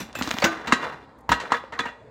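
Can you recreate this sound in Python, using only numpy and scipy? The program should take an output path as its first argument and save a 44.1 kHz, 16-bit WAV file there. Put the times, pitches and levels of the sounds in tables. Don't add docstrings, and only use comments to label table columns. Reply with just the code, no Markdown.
import sys
import numpy as np
from scipy import signal
from scipy.fft import rfft, irfft
from scipy.io import wavfile
from scipy.ndimage import uniform_filter1d

SR = 44100
rng = np.random.default_rng(int(sys.argv[2]) if len(sys.argv) > 2 else 0)


def transcribe(signal):
    frames = np.atleast_2d(signal).T
    limited = np.clip(frames, -1, 1)
    pcm = np.round(limited * 32767).astype(np.int16)
    wavfile.write(sys.argv[1], SR, pcm)


def makeup_ratio(level_db):
    decades = np.asarray(level_db, float) / 20
    return 10 ** decades


N = 92610
SPAN = 16384
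SPLIT_HZ = 2200

# pitch in Hz, level in dB, t60 in seconds.
RAIL_MODES = [(468.3, -5.5, 0.18), (949, 7, 0.069), (1068, 5.5, 0.03), (1268, 0.5, 0.15),
              (1572, -3.5, 0.16), (1700, -6, 0.064), (1913, -7, 0.35), (2400, -29.5, 0.35),
              (2764, -7.5, 0.069), (3465, -25, 0.18), (3940, -16.5, 0.18)]


def unit(x):
    return x / np.sqrt(np.mean(x ** 2) + 1e-20)


def half_peak(x):
    return x / np.sqrt(uniform_filter1d(x ** 2, size=100).max() * 4)


def colour(x, table):
    f, db = np.array(table).T
    hz = np.arange(2049) * SR / 4096
    gain_db = np.interp(np.log(hz + 1), np.log(f), db)
    cep = irfft(np.log(makeup_ratio(gain_db)))
    cep[1:2048] *= 2
    impulse = irfft(np.exp(rfft(cep[:2049], 4096)))[:2048]
    return signal.fftconvolve(x, impulse)[:len(x)]


def band(x, lo_hz, hi_hz):
    sos = signal.butter(2, [lo_hz, min(hi_hz, .45 * SR)], "band", fs=SR, output="sos")
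    return signal.sosfilt(sos, x)


def walk(rate_hz):
    k = int(SR / rate_hz)
    steps = np.repeat(rng.standard_normal(N // 20), k)[:N]
    return unit(uniform_filter1d(uniform_filter1d(steps, k), k))


def blows(table, tone, modes, ring_db, first_db, crack_share, rough):
    # frequency in Hz, gain in dB.
    thud_tone = [(25, -49), (60, -7), (140, -10), (250, 1), (330, -7.5), (600, -42.5)]
    out, t = np.zeros(N + SPAN), np.arange(SPAN) / SR
    rise = 1 - np.exp(-t / .001)
    first = makeup_ratio(first_db) * (np.arange(SPAN) == 20)
    settle = 1 - (.6 if len(modes) > 9 else 0) * np.exp(-t / .006)
    for s, db, thud_db, crack_db, t60 in table:
        uneven = makeup_ratio(2 * rng.standard_normal(SPAN // 64).repeat(64))
        grit = rng.standard_normal(SPAN) * uneven
        luck, wobble = rng.standard_normal(14), rng.standard_normal((14, SPAN // 128 + 1))
        t60 = max(t60, .004)
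        push = grit * makeup_ratio(-60 * t / t60) * rise + first
        sharp_decay = makeup_ratio(-60 * t / (t60 * crack_share)) + makeup_ratio(-11.5 - 30 * t / t60)
        sharp = grit * sharp_decay * rise + .5 * first

        ring = 0
        for (hz, g_db, ring_s), r, w in zip(modes, luck, wobble):
            lift_db = crack_db + 12 if hz > SPLIT_HZ else thud_db + 15 if hz < 400 else 0
            drift = np.interp(t * SR / 128, np.arange(len(w)), np.cumsum(w) - w[0])
            blur = rough * np.sqrt(hz / 1000) * drift
            decay = makeup_ratio(g_db + lift_db + 2 * r - 60 * t / max(ring_s, .01))
            ring = ring + decay * np.sin(2 * np.pi * hz * t + blur)

        knock = half_peak(band(band(colour(push, tone), 400, SPLIT_HZ), 300, SPLIT_HZ))
        thud = half_peak(colour(push, thud_tone))
        crack = half_peak(band(colour(sharp, tone), SPLIT_HZ, 19000))
        sound = knock * settle + makeup_ratio(thud_db) * thud + makeup_ratio(crack_db) * crack + makeup_ratio(ring_db) * ring * rise
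        i = max(int(s * SR) - 20, 0)
        out[i:i + SPAN] += makeup_ratio(db) * sound
    return out[:N]


def tube_clangs():
    # start in seconds, peak in dB, thud below 400 Hz in dB rel,
    # crack above 2.2 kHz in dB rel, chatter t60 in seconds.
    tube_hits = [
        (.001, -26, 0.5, -7, 0.16),
        (.152, -22, -36.5, -9.5, 0.04),
        (.188, -24.5, -3.5, -8.5, 0.054),
    ]
    # frequency in Hz, gain in dB.
    tube_tone = [(300, -7), (1500, -5), (2600, -9.5), (7400, -14), (9500, -22), (14000, -31)]
    # pitch in Hz, level in dB, t60 in seconds.
    tube_modes = [(1280, 0, .06), (5905, -10, .12), (9017, -14, .08), (11470, -16, .1), (2600, 0, .14),
                  (7284, -6, .14), (13700, -10, .09)]
    return (blows(tube_hits[:1], tube_tone, tube_modes[:-2], -18, 8, .8, .5)
            + blows(tube_hits[1:], tube_tone, tube_modes[4:], -16, 8, .8, .5))


def skid():
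    # time in seconds, level in dB, grit above 2.2 kHz in dB rel.
    drag = [(0, -53, 11), (0.133, -54, -7.5), (0.156, -41.5, 1), (.4, -44, 1), (.5, -32, -8.5),
            (.6, -38, -11), (0.702, -34.5, -13.5), (0.8, -32.5, -6.5), (0.881, -33.5, -13.5),
            (0.961, -44.5, -11.5), (1.051, -53, -8), (1.278, -65.5, -27), (1.329, -36, -22),
            (1.48, -39.5, -9), (1.57, -43, 2), (1.71, -69, -5), (1.749, -46, -16), (1.879, -45, -34),
            (1.951, -78, -16)]
    # frequency in Hz, gain in dB.
    drag_tone = [(60, -8), (300, 2.5), (1000, 5), (1950, 4.5), (2250, -4), (4500, -17), (5000, -16.5),
                 (12000, -37.5)]
    grains_per_s = 1800
    s, db, grit_db = np.array(drag).T
    t = np.arange(N) / SR
    hits = rng.random(N) < grains_per_s / SR
    grains = hits * rng.standard_normal(N) * makeup_ratio(1.7 * rng.standard_exponential(N))
    push = unit(grains) + 0.71 * rng.standard_normal(N)
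    scrape = colour(push, drag_tone)

    def shaken(hz):
        return unit(band(push, hz * .98, hz * 1.02))

    low_rail = sum(makeup_ratio(min(g_db, 0)) * shaken(hz) for hz, g_db, _ in RAIL_MODES[:7])
    high_rail = sum(shaken(hz) for hz, _, _ in RAIL_MODES[7:])
    mid = unit(band(band(scrape, 60, SPLIT_HZ), 30, SPLIT_HZ)) + makeup_ratio(-9) * unit(low_rail)
    grit = unit(band(scrape, SPLIT_HZ, 19700)) + makeup_ratio(-6) * unit(high_rail)
    grit = grit * makeup_ratio(np.interp(t, s, grit_db) + 1.6 * walk(70))
    hiss = unit(band(band(push, 7500, 17000), 7500, 17000)) * makeup_ratio(-14.5) * (t > .15) * (t < .42)
    return (mid + grit + hiss) * makeup_ratio(np.interp(t, s, db) + 2 * walk(46.8))


def street():
    # frequency in Hz, gain in dB.
    hush_tone = [(25, -17.5), (60, 1), (250, -5.5), (800, -3.5), (2000, -25.5), (5000, -35), (10000, -48.5),
                 (16000, -64.5)]
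    level_db = -50
    hush = colour(rng.standard_normal(N), hush_tone)
    octaves = sum(band(hush, 22 * 2 ** k, 44 * 2 ** k) * makeup_ratio(walk(9)) for k in range(10))
    return makeup_ratio(level_db) * unit(octaves)


def knocks():
    # start in seconds, peak in dB, pitch in Hz, t60 in seconds.
    contacts = [(0.154, -26.5, 1590, 0.036), (.276, -26, 330, 0.057), (.424, -17, 567, 0.063),
                (0.438, -11.5, 870, 0.017), (.440, -17, 196, 0.044), (.4425, -12, 1750, .03),
                (.449, -12, 545, 0.022), (.456, -24, 328, .35), (.458, -27.5, 680, .3),
                (0.455, -22.5, 1523, 0.24), (.452, -38, 6600, .25), (0.715, -16, 1290, 0.01),
                (.832, -26, 1047, .03), (1.284, -34.5, 890, .03), (1.321, -27.5, 3950, .05),
                (1.33, -42, 4090, .3), (1.34, -29, 2800, .12), (1.33, -30, 3465, .08),
                (.002, -39, 5900, .15), (.002, -47, 11400, 0.15), (.01, -50, 7400, .2),
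                (.153, -56.5, 9880, .15), (.153, -52.5, 12600, .15), (.153, -54, 15000, .15),
                (.153, -32.5, 2637, .12), (.189, -40, 13800, .08), (.442, -20, 5730, .03),
                (.488, -35.5, 3990, .15), (.42, -26.5, 4450, .06), (1.549, -32, 3460, .15),
                (.728, -7, 249, 0.034), (1.2921, -5, 980, 0.0096), (1.318, -0.5, 1020, 0.012),
                (1.319, -15.5, 1253, 0.02), (1.437, -28.5, 510, 0.025), (1.52, -1, 1013, 0.013),
                (1.5396, -8, 1110, 0.019), (1.545, -18.5, 1700, 0.052), (1.638, -32, 535, 0.058),
                (1.779, -32, 1103, 0.063), (1.7916, -10.5, 1040, 0.019), (1.793, -18, 1700, 0.059),
                (1.79, -23, 4070, 0.018), (1.802, -23.5, 3440, 0.057), (1.796, -38, 2449, 0.37),
                (1.837, -25.5, 1880, 0.048), (1.868, -36, 2758, 0.14)]
    slam = [
        (.7232, 2, 1300, .008),
        (.7256, 1, 1000, .01),
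        (.7228, -12, 1700, .025),
        (.7235, -10, 820, .03),
    ]
    contact_s, flutter_db, flutter_s = 0.00041, 4, .012
    blur_rad = .045
    out, t = np.zeros(N + SPAN), np.arange(SPAN) / SR
    for s, db, hz, t60 in contacts + slam:
        i, shake = int(s * SR), rng.standard_normal(32)
        rattles = t60 > .06
        wander = np.interp(t / flutter_s, np.arange(len(shake)), shake) - shake[0]
        flutter = flutter_db * wander * rattles
        blur = blur_rad * np.sqrt(hz / 1000) * np.cumsum(rng.standard_normal(SPAN)) * rattles
        push = 1 - np.exp(-t / (contact_s * np.sqrt(1000 / hz)))
        decay = makeup_ratio(db + np.minimum(flutter, 2) - 60 * t / max(t60, .004))
        out[i:i + SPAN] += decay * push * 1.027 * np.sin(2 * np.pi * hz * t + blur)
    return out[:N]


def body_thuds():
    # start in seconds, peak in dB, thud below 400 Hz in dB rel,
    # crack above 2.2 kHz in dB rel, chatter t60 in seconds.
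    body_hits = [(.089, -37.5, -2, -23, 0.032), (.129, -47, -7, 10.5, 0.026), (.168, -34.5, 3, -24, 0.094),
                 (.212, -16, -1, -22, 0.052), (.224, -26, -1.5, 0.5, 0.3), (.291, -34.5, -17.5, 7.5, 0.03),
                 (.275, -18, -7, -6.5, 0.044), (.308, -19, -14.5, -3.5, 0.063),
                 (.34, -23, 1.5, -5.5, 0.047), (.369, -22, -22, -12.5, 0.1),
                 (.401, -27.5, -18.5, -2, 0.091), (1.438, -30, -33, -41, 0.08),
                 (1.639, -29, -14, -31, 0.055)]
    # frequency in Hz, gain in dB.
    body_tone = [(300, 11.5), (1200, 21), (2200, 7.5), (4000, 11.5), (6500, 7), (10000, -4), (14000, -34.5)]
    return blows(body_hits, body_tone, [], -40, 23, 0.44, 0)


def hard_ticks():
    # start in seconds, peak in dB, thud below 400 Hz in dB rel,
    # crack above 2.2 kHz in dB rel, chatter t60 in seconds.
    tick_hits = [
        (.2235, -21.5, -18.5, 7, 0.0029),
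        (.3125, -9, -17, -3.5, 0.0014),
        (.324, -30, -19, -31, 0.0051),
        (.386, -16.5, -8.5, 1.5, 0.0052),
    ]
    # frequency in Hz, gain in dB.
    tick_tone = [(300, -21.5), (1200, -13.5), (3300, -6.5), (5000, -22), (6800, -18), (10000, -51.5),
                 (14000, -35.5)]
    return blows(tick_hits, tick_tone, [], -40, 11, 0.98, 0)


def deck_slams():
    # start in seconds, peak in dB, thud below 400 Hz in dB rel,
    # crack above 2.2 kHz in dB rel, chatter t60 in seconds.
    deck_hits = [
        (.4195, -10, -25, -13.5, 0.2),
        (.441, -7, -9.5, -4, 0.069),
        (.457, -14.5, -13.5, -11, 0.097),
    ]
    # frequency in Hz, gain in dB.
    deck_tone = [(300, 15.5), (1500, 15), (2200, 18.5), (4500, 12), (6900, 12), (10000, -14), (14000, -4.5)]
    # pitch in Hz, level in dB, t60 in seconds.
    deck_modes = [(271, 6, 0.018), (328, -18, 0.1), (572, -12.5, 0.08), (680, -12.5, 0.158),
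                  (932, -11, 0.023), (1202, -12.5, 0.45), (1550, -10.5, 0.17), (1990, -2.5, 0.083),
                  (1880, -32.5, 0.6), (2720, -11.5, 0.1), (3980, -24.5, 0.15), (6600, -28, 0.15)]
    return blows(deck_hits, deck_tone, deck_modes, -14, 3, .7, .12)


def rail_knocks():
    # start in seconds, peak in dB, thud below 400 Hz in dB rel,
    # crack above 2.2 kHz in dB rel, chatter t60 in seconds.
    rail_hits = [(.66, -39, -28, -7, .04), (.672, -19, -7.5, -5, 0.11), (.714, -33, -23, -1, 0.11),
                 (.7222, -6, -14, -4, 0.092), (.827, -25, -15, -14, 0.057),
                 (.921, -30.5, -13, -16.5, 0.025), (1.2915, -14, -4, -9, 0.17),
                 (1.317, -6.5, -12, -8, 0.08), (1.4, -24, -29, -5.5, 0.13), (1.503, -24.5, -36, -24, 0.14),
                 (1.5195, -9, -11.5, -12.5, 0.067), (1.5405, -14.5, -27, -16, 0.1),
                 (1.723, -24, -20, -15.5, 0.11), (1.736, -27, -21, -16.5, 0.15),
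                 (1.7915, -14.5, -13, -5.5, 0.088), (1.836, -29.5, -16, -17, 0.33),
                 (1.854, -20.5, -9.5, -15, 0.14), (1.884, -28, -22, -17, 0.14)]
    # frequency in Hz, gain in dB.
    rail_tone = [(300, -10.5), (1000, -9.5), (1950, -1), (2250, -8.5), (4400, -13.5), (5000, -18),
                 (7000, -18.5), (14000, -45.5)]
    return blows(rail_hits, rail_tone, RAIL_MODES, -14, 2, .8, .25)


def cloth():
    # start in seconds, peak in dB.
    rustles = [
        (0.9744, -64),
        (1.0276, -63),
        (1.11, -69),
        (1.179, -50),
        (1.2004, -50),
    ]
    out, t = np.zeros(N), np.arange(882) / SR
    for s, db in rustles:
        i = int(s * SR)
        swell = np.sin(np.pi * t / t[-1]) ** 2
        out[i:i + len(t)] += makeup_ratio(db - 14) * band(rng.standard_normal(len(t)), 4300, 14000) * swell
    return out


def echoes(near):
    level_db, t60_s, top_hz, gap_s = -22, 0.5, 5560, .015
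    t = np.arange(SPAN) / SR
    echo = band(rng.standard_normal(SPAN), 130, top_hz) * makeup_ratio(-60 * t / t60_s) * (t > gap_s)
    echo *= makeup_ratio(level_db) / np.sqrt(np.sum(echo ** 2))
    return signal.fftconvolve(near, echo)[:N]


def scene():
    near = tube_clangs() + skid() + knocks() + body_thuds() + hard_ticks() + deck_slams() + rail_knocks()
    return (near + echoes(near) + street() + cloth())[None]


def low_pass(x):
    return signal.sosfilt(signal.butter(12, 16510, fs=SR, output="sos"), x)


def record(dry):
    low_cut = signal.butter(2, 42, "high", fs=SR, output="sos")
    top_cut = signal.ellip(6, .3, 30, 15800, fs=SR, output="sos")
    mix = signal.sosfilt(top_cut, signal.sosfilt(low_cut, dry))
    return low_pass(mix)


dry = scene()
out = record(dry)
transcribe(out)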